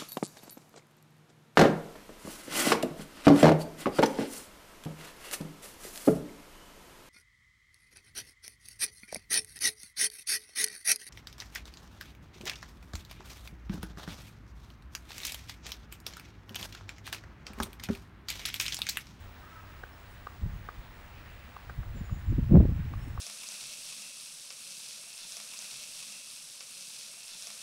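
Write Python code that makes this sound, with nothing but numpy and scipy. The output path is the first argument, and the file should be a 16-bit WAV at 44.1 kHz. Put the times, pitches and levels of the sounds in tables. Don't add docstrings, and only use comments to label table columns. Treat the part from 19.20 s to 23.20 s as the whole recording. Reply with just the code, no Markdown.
import sys
import numpy as np
from scipy import signal
from scipy.fft import rfft, irfft
from scipy.io import wavfile

SR = 44100
rng = np.random.default_rng(int(sys.argv[2]) if len(sys.argv) > 2 else 0)


def persist_wave(psi):
    counts = np.round(np.clip(psi, -1, 1) * 32767).astype(np.int16)
    wavfile.write(sys.argv[1], SR, np.atleast_2d(counts).T)


N = 176400
T = np.arange(N) / SR
CALL_T60_S, CALL_SCATTER_DB = .8, -1.5


def from_db(db):
    return 10 ** (np.asarray(db) / 20)


def rms_one(x):
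    return x / np.sqrt(np.mean(x ** 2) + 1e-20)


def in_time(rows):
    return np.interp(T, *np.transpose(rows))


def filtered(x, hz, kind, order=2):
    return signal.sosfilt(signal.butter(order, hz, kind, fs=SR, output="sos"), x + 1e-18)


def drift(rate_hz):
    step = 40
    r = np.exp(-2 * np.pi * step * rate_hz / SR)
    slow = signal.lfilter([1], [1, -2 * r, r * r], rng.standard_normal(N // step + 2002))[2000:]
    return np.interp(np.arange(N) / step, np.arange(len(slow)), rms_one(slow))


def add(out, s, sound):
    start = int(np.clip(s * SR, 0, N - 1))
    out[start:start + len(sound)] += sound[:N - start]


def noise_bands(count):
    edges = 22.5 * 2 ** (np.arange(count + 1) / 2)
    return [(np.sqrt(low * high), filtered(rng.standard_normal(N + SR), [low, high], "band")[SR:])
            for low, high in zip(edges, edges[1:])]


def hush():
    # f/Hz, relative level/dB
    tone = [(30, 0), (120, -10.5), (250, -13.5), (450, -19), (800, -16.5), (1200, -17.5), (1900, -17.5),
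            (3000, -26), (4500, -31.5), (7000, -36.5), (10000, -42), (14000, -45), (15700, -47)]
    # t/s, level change/dB
    swell = [(0, -2), (.5, 0.5), (1.2, -1.5), (2.15, 4.5), (2.7, -0.5), (3.3, 1), (4, 2.5)]
    swell_hz, swell_octaves = 2360, .34
    hush_db, flicker_db = -52, 1
    tone_hz, tone_db = np.transpose(tone)
    swell_db, out = in_time(swell), 0
    for hz, noise in noise_bands(count=19):
        band_db = np.interp(np.log(hz), np.log(tone_hz), tone_db)
        share = np.exp(-.5 * (np.log2(hz / swell_hz) / swell_octaves) ** 2)
        out += noise * from_db(band_db + share * swell_db + flicker_db * drift(7.8))
    return from_db(hush_db) * rms_one(out)


def eddies(length, low_hz, high_hz, steepness, even_s):
    hz = np.arange(length // 2 + 1) * SR / length + 1e-3
    gain = 1 / np.sqrt((1 + (low_hz / hz) ** 4) * (1 + (hz / high_hz) ** (2 * steepness)))
    rumble = irfft(rfft(rng.standard_normal(length)) * gain, length)
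    window = signal.windows.hann(int(2 * even_s * SR))
    power = signal.fftconvolve(rumble ** 2, window / window.sum(), "same")
    return rumble / np.sqrt(np.abs(power) + 1e-14)


def wind():
    # t/s, level/dB
    breeze = [(0, -46.5), (.3, -54.5), (.6, -50), (.9, -54.5), (1.17, -50), (1.28, -36.5), (1.42, -45),
              (1.52, -50.5), (1.75, -54.5), (2.0, -50.5), (2.4, -52.5), (2.6, -45), (2.75, -41.5),
              (3.03, -41), (3.12, -27.5), (3.28, -32), (3.37, -17), (3.45, -25.5), (3.55, -30), (3.7, -36),
              (4, -38.5)]
    # peak t/s, level/dB, half-width/s, upper edge f/Hz
    buffets = [(1.235, -25.5, .011, 119), (1.264, -30, 0.0049, 149), (1.346, -38, 0.011, 101),
               (1.59, -37, 0.0072, 75), (2.499, -38, 0.0069, 85), (2.591, -27, 0.0094, 92),
               (2.693, -35.5, 0.02, 79.5), (2.764, -35, 0.0087, 190), (2.812, -29.5, 0.0045, 139),
               (2.925, -27.5, 0.008, 133), (2.968, -36.5, 0.0053, 150), (3.106, -22, 0.019, 113),
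               (3.127, -25.5, 0.0029, 220), (3.19, -21, 0.0066, 198), (3.228, -31, 0.014, 140),
               (3.324, -16, 0.012, 234), (3.352, -7.5, 0.0091, 217), (3.371, -11, 0.0051, 290),
               (3.39, -16, 0.018, 80), (3.406, -16.5, .005, 330), (3.429, -25.5, 0.005, 300),
               (3.453, -25, 0.0042, 367), (3.494, -22, 0.0044, 168), (3.522, -26, 0.0078, 149),
               (3.596, -26, 0.006, 127), (3.657, -29, 0.0084, 112), (3.726, -37.5, .009, 180),
               (3.763, -32.5, .013, 69), (3.874, -34, 0.0077, 174), (3.997, -31.5, 0.013, 90)]
    out = from_db(in_time(breeze)) * eddies(N, low_hz=35, high_hz=94.3, steepness=3.46, even_s=.035)
    t = T[:SR // 2] - .25
    for s, db, width, edge_hz in buffets:
        swell = np.where(t < 0, np.exp(-.5 * (t / width) ** 2), 1 / np.cosh(t / width))
        burst = eddies(len(t), low_hz=.1 * edge_hz, high_hz=edge_hz, steepness=3.41, even_s=.019)
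        add(out, s + t[0], from_db(db) * swell * burst)
    return filtered(out, 28, "high")


def among_trees(x, t60, scatter_db):
    tail = rng.standard_normal(SR) * from_db(-60 * T[:SR] / t60)
    return x + from_db(scatter_db) * signal.fftconvolve(x, tail / np.linalg.norm(tail))[:N]


def crow():
    # t/s, pitch f/Hz, level/dB
    caw = [(.2, 307.2, -85), (.235, 312, -57), (.3, 324, -59), (.33, 323, -57.5), (.36, 332.2, -56.5),
           (.43, 321, -59), (.6, 321, -67.5)]
    throat_hz, throat_width_hz = 1285, 240
    jitter, rasp = .018, .47
    s, hz, db = np.transpose(caw)
    pitch = np.interp(T, s, hz) * (1 + jitter * drift(102))
    phase = 2 * np.pi * np.cumsum(pitch) / SR
    voice = sum(np.sin(k * phase) / np.hypot(1, 2 * (k * pitch - throat_hz) / throat_width_hz)
                for k in range(2, 7))
    hoarse = rms_one(voice * (1 + rasp * drift(50)))
    level = from_db(np.interp(T, s, db)) * (T > s[0]) * (T < s[-1])
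    return among_trees(level * hoarse, CALL_T60_S, CALL_SCATTER_DB)


def far_birds():
    # t/s, length/s, start f/Hz, middle f/Hz, end f/Hz, level/dB, pitch blur/Hz
    calls = [(.305, 0.037, 5600, 5300, 4900, -63, 100), (0.714, .04, 5450, 5350, 5250, -62, 100),
             (1.303, .1, 6450, 6500, 6550, -74, 100), (2.741, 0.083, 7600, 7180, 7050, -64.5, 130),
             (2.8, 0.1, 7150, 6940, 7100, -69, 150), (2.89, 0.087, 7050, 6900, 6850, -66.5, 120),
             (3.047, 0.056, 7500, 7500, 7500, -70, 40.4), (3.08, 0.051, 7200, 7100, 6850, -67.5, 110),
             (3.78, 0.086, 5220, 5380, 5550, -65, 30), (3.81, .06, 8050, 8300, 8250, -71, 70),
             (3.817, .06, 6970, 6840, 6650, -72, 80), (3.93, .07, 5220, 5500, 5750, -71, 40)]
    fade_s = .027
    out = np.zeros(N)
    for s, length, start_hz, middle_hz, end_hz, db, blur_hz in calls:
        t = T - s
        glide = np.interp(t, [0, length / 2, length], [start_hz, middle_hz, end_hz])
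        phase = 2 * np.pi * np.cumsum(glide + blur_hz * drift(250)) / SR
        fade = np.clip(np.minimum(t, length - t) / fade_s, 0, 1)
        out += from_db(db) * fade * np.sin(phase)
    return among_trees(out, CALL_T60_S, CALL_SCATTER_DB)


def ring(push, hz, t60):
    decay, turn = from_db(-60 / (t60 * SR)), 2 * np.pi * hz / SR
    return signal.lfilter([0, np.sin(turn)], [1, -2 * decay * np.cos(turn), decay ** 2], push + 1e-18)


def woodpecker():
    # echo/dB, crack/dB, trunk/dB
    pecks = [(0.6349, -29, 1480, 3.5, -17.5, 4), (1.0687, -29.5, 1210, 5.5, -18.5, -3),
             (1.4877, -25.5, 1250, -1.5, -21, 0), (2.3646, -31, 1110, 1.5, -14, -6),
             (2.4962, -31, 1330, 0.5, -12.5, 8), (2.6308, -43.5, 1120, 3, -16, 7),
             (2.8950, -35.5, 1174, -4, -16, 1), (3.7368, -30, 1110, -6.5, -20, -9),
             (3.9762, -28.5, 1100, -8, -22, -10)]
    # f/Hz, relative level/dB, t60/s
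    trunk_tones = [(552, -14.5, 0.013), (817, -16.5, 0.0088), (1660, -9.5, 0.0056), (2360, -24, 0.0043)]
    contact_hz, crack_hz, knock_low_hz = 2150, 3800, 520
    spot_t60_s, crack_t60_s, echo_delay_s = .0093, .013, .002574
    out, t = np.zeros(N), T[:SR // 10]
    push = filtered(1. * (t == 0), contact_hz, "low")
    trunk = sum(from_db(db) * (-1) ** (k // 2) * ring(push, hz, t60)
                for k, (hz, db, t60) in enumerate(trunk_tones))
    for s, db, spot_hz, echo_db, crack_db, trunk_db in pecks:
        crack = filtered(rng.standard_normal(len(t)), crack_hz, "low") * from_db(-60 * t / crack_t60_s)
        wood = from_db(trunk_db) * trunk + ring(push, spot_hz, spot_t60_s)
        knock = from_db(db) * filtered(wood + from_db(crack_db) * crack, knock_low_hz, "high")
        add(out, s, knock)
        add(out, s + echo_delay_s, from_db(echo_db) * knock)
    return among_trees(out, t60=.42, scatter_db=-13)


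def bark_rustles():
    # t/s, length/s, level/dB
    rustles = [(.89, .07, -71), (3.694, 0.3, -73), (3.825, .02, -76), (3.877, 0.012, -72)]
    flakes_per_s, band_hz = 2700, [6500, 11800]
    flakes = (rng.random(N) < flakes_per_s / SR) * rng.standard_normal(N)
    level = np.zeros(N)
    for s, length, db in rustles:
        progress = np.clip((T - s) / length, 0, 1)
        level += from_db(db) * np.sqrt(np.abs(np.sin(np.pi * progress)))
    return level * rms_one(filtered(flakes, band_hz, "band"))


def scene():
    return (woodpecker() + wind() + hush() + crow() + far_birds() + bark_rustles())[None]


def record(dry):
    ceiling, hardness = .435, 10
    whine_hz, whine_db, cutoff_hz = 15700, -65.5, 16000
    clipped = dry / (1 + np.abs(dry / ceiling) ** hardness) ** (1 / hardness)
    whine = from_db(whine_db) * np.sqrt(2) * np.sin(2 * np.pi * whine_hz * T)
    treble_cut = signal.ellip(12, .1, 90, cutoff_hz, fs=SR, output="sos")
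    return signal.sosfilt(treble_cut, clipped + whine)


dry = scene()
out = record(dry)
persist_wave(out)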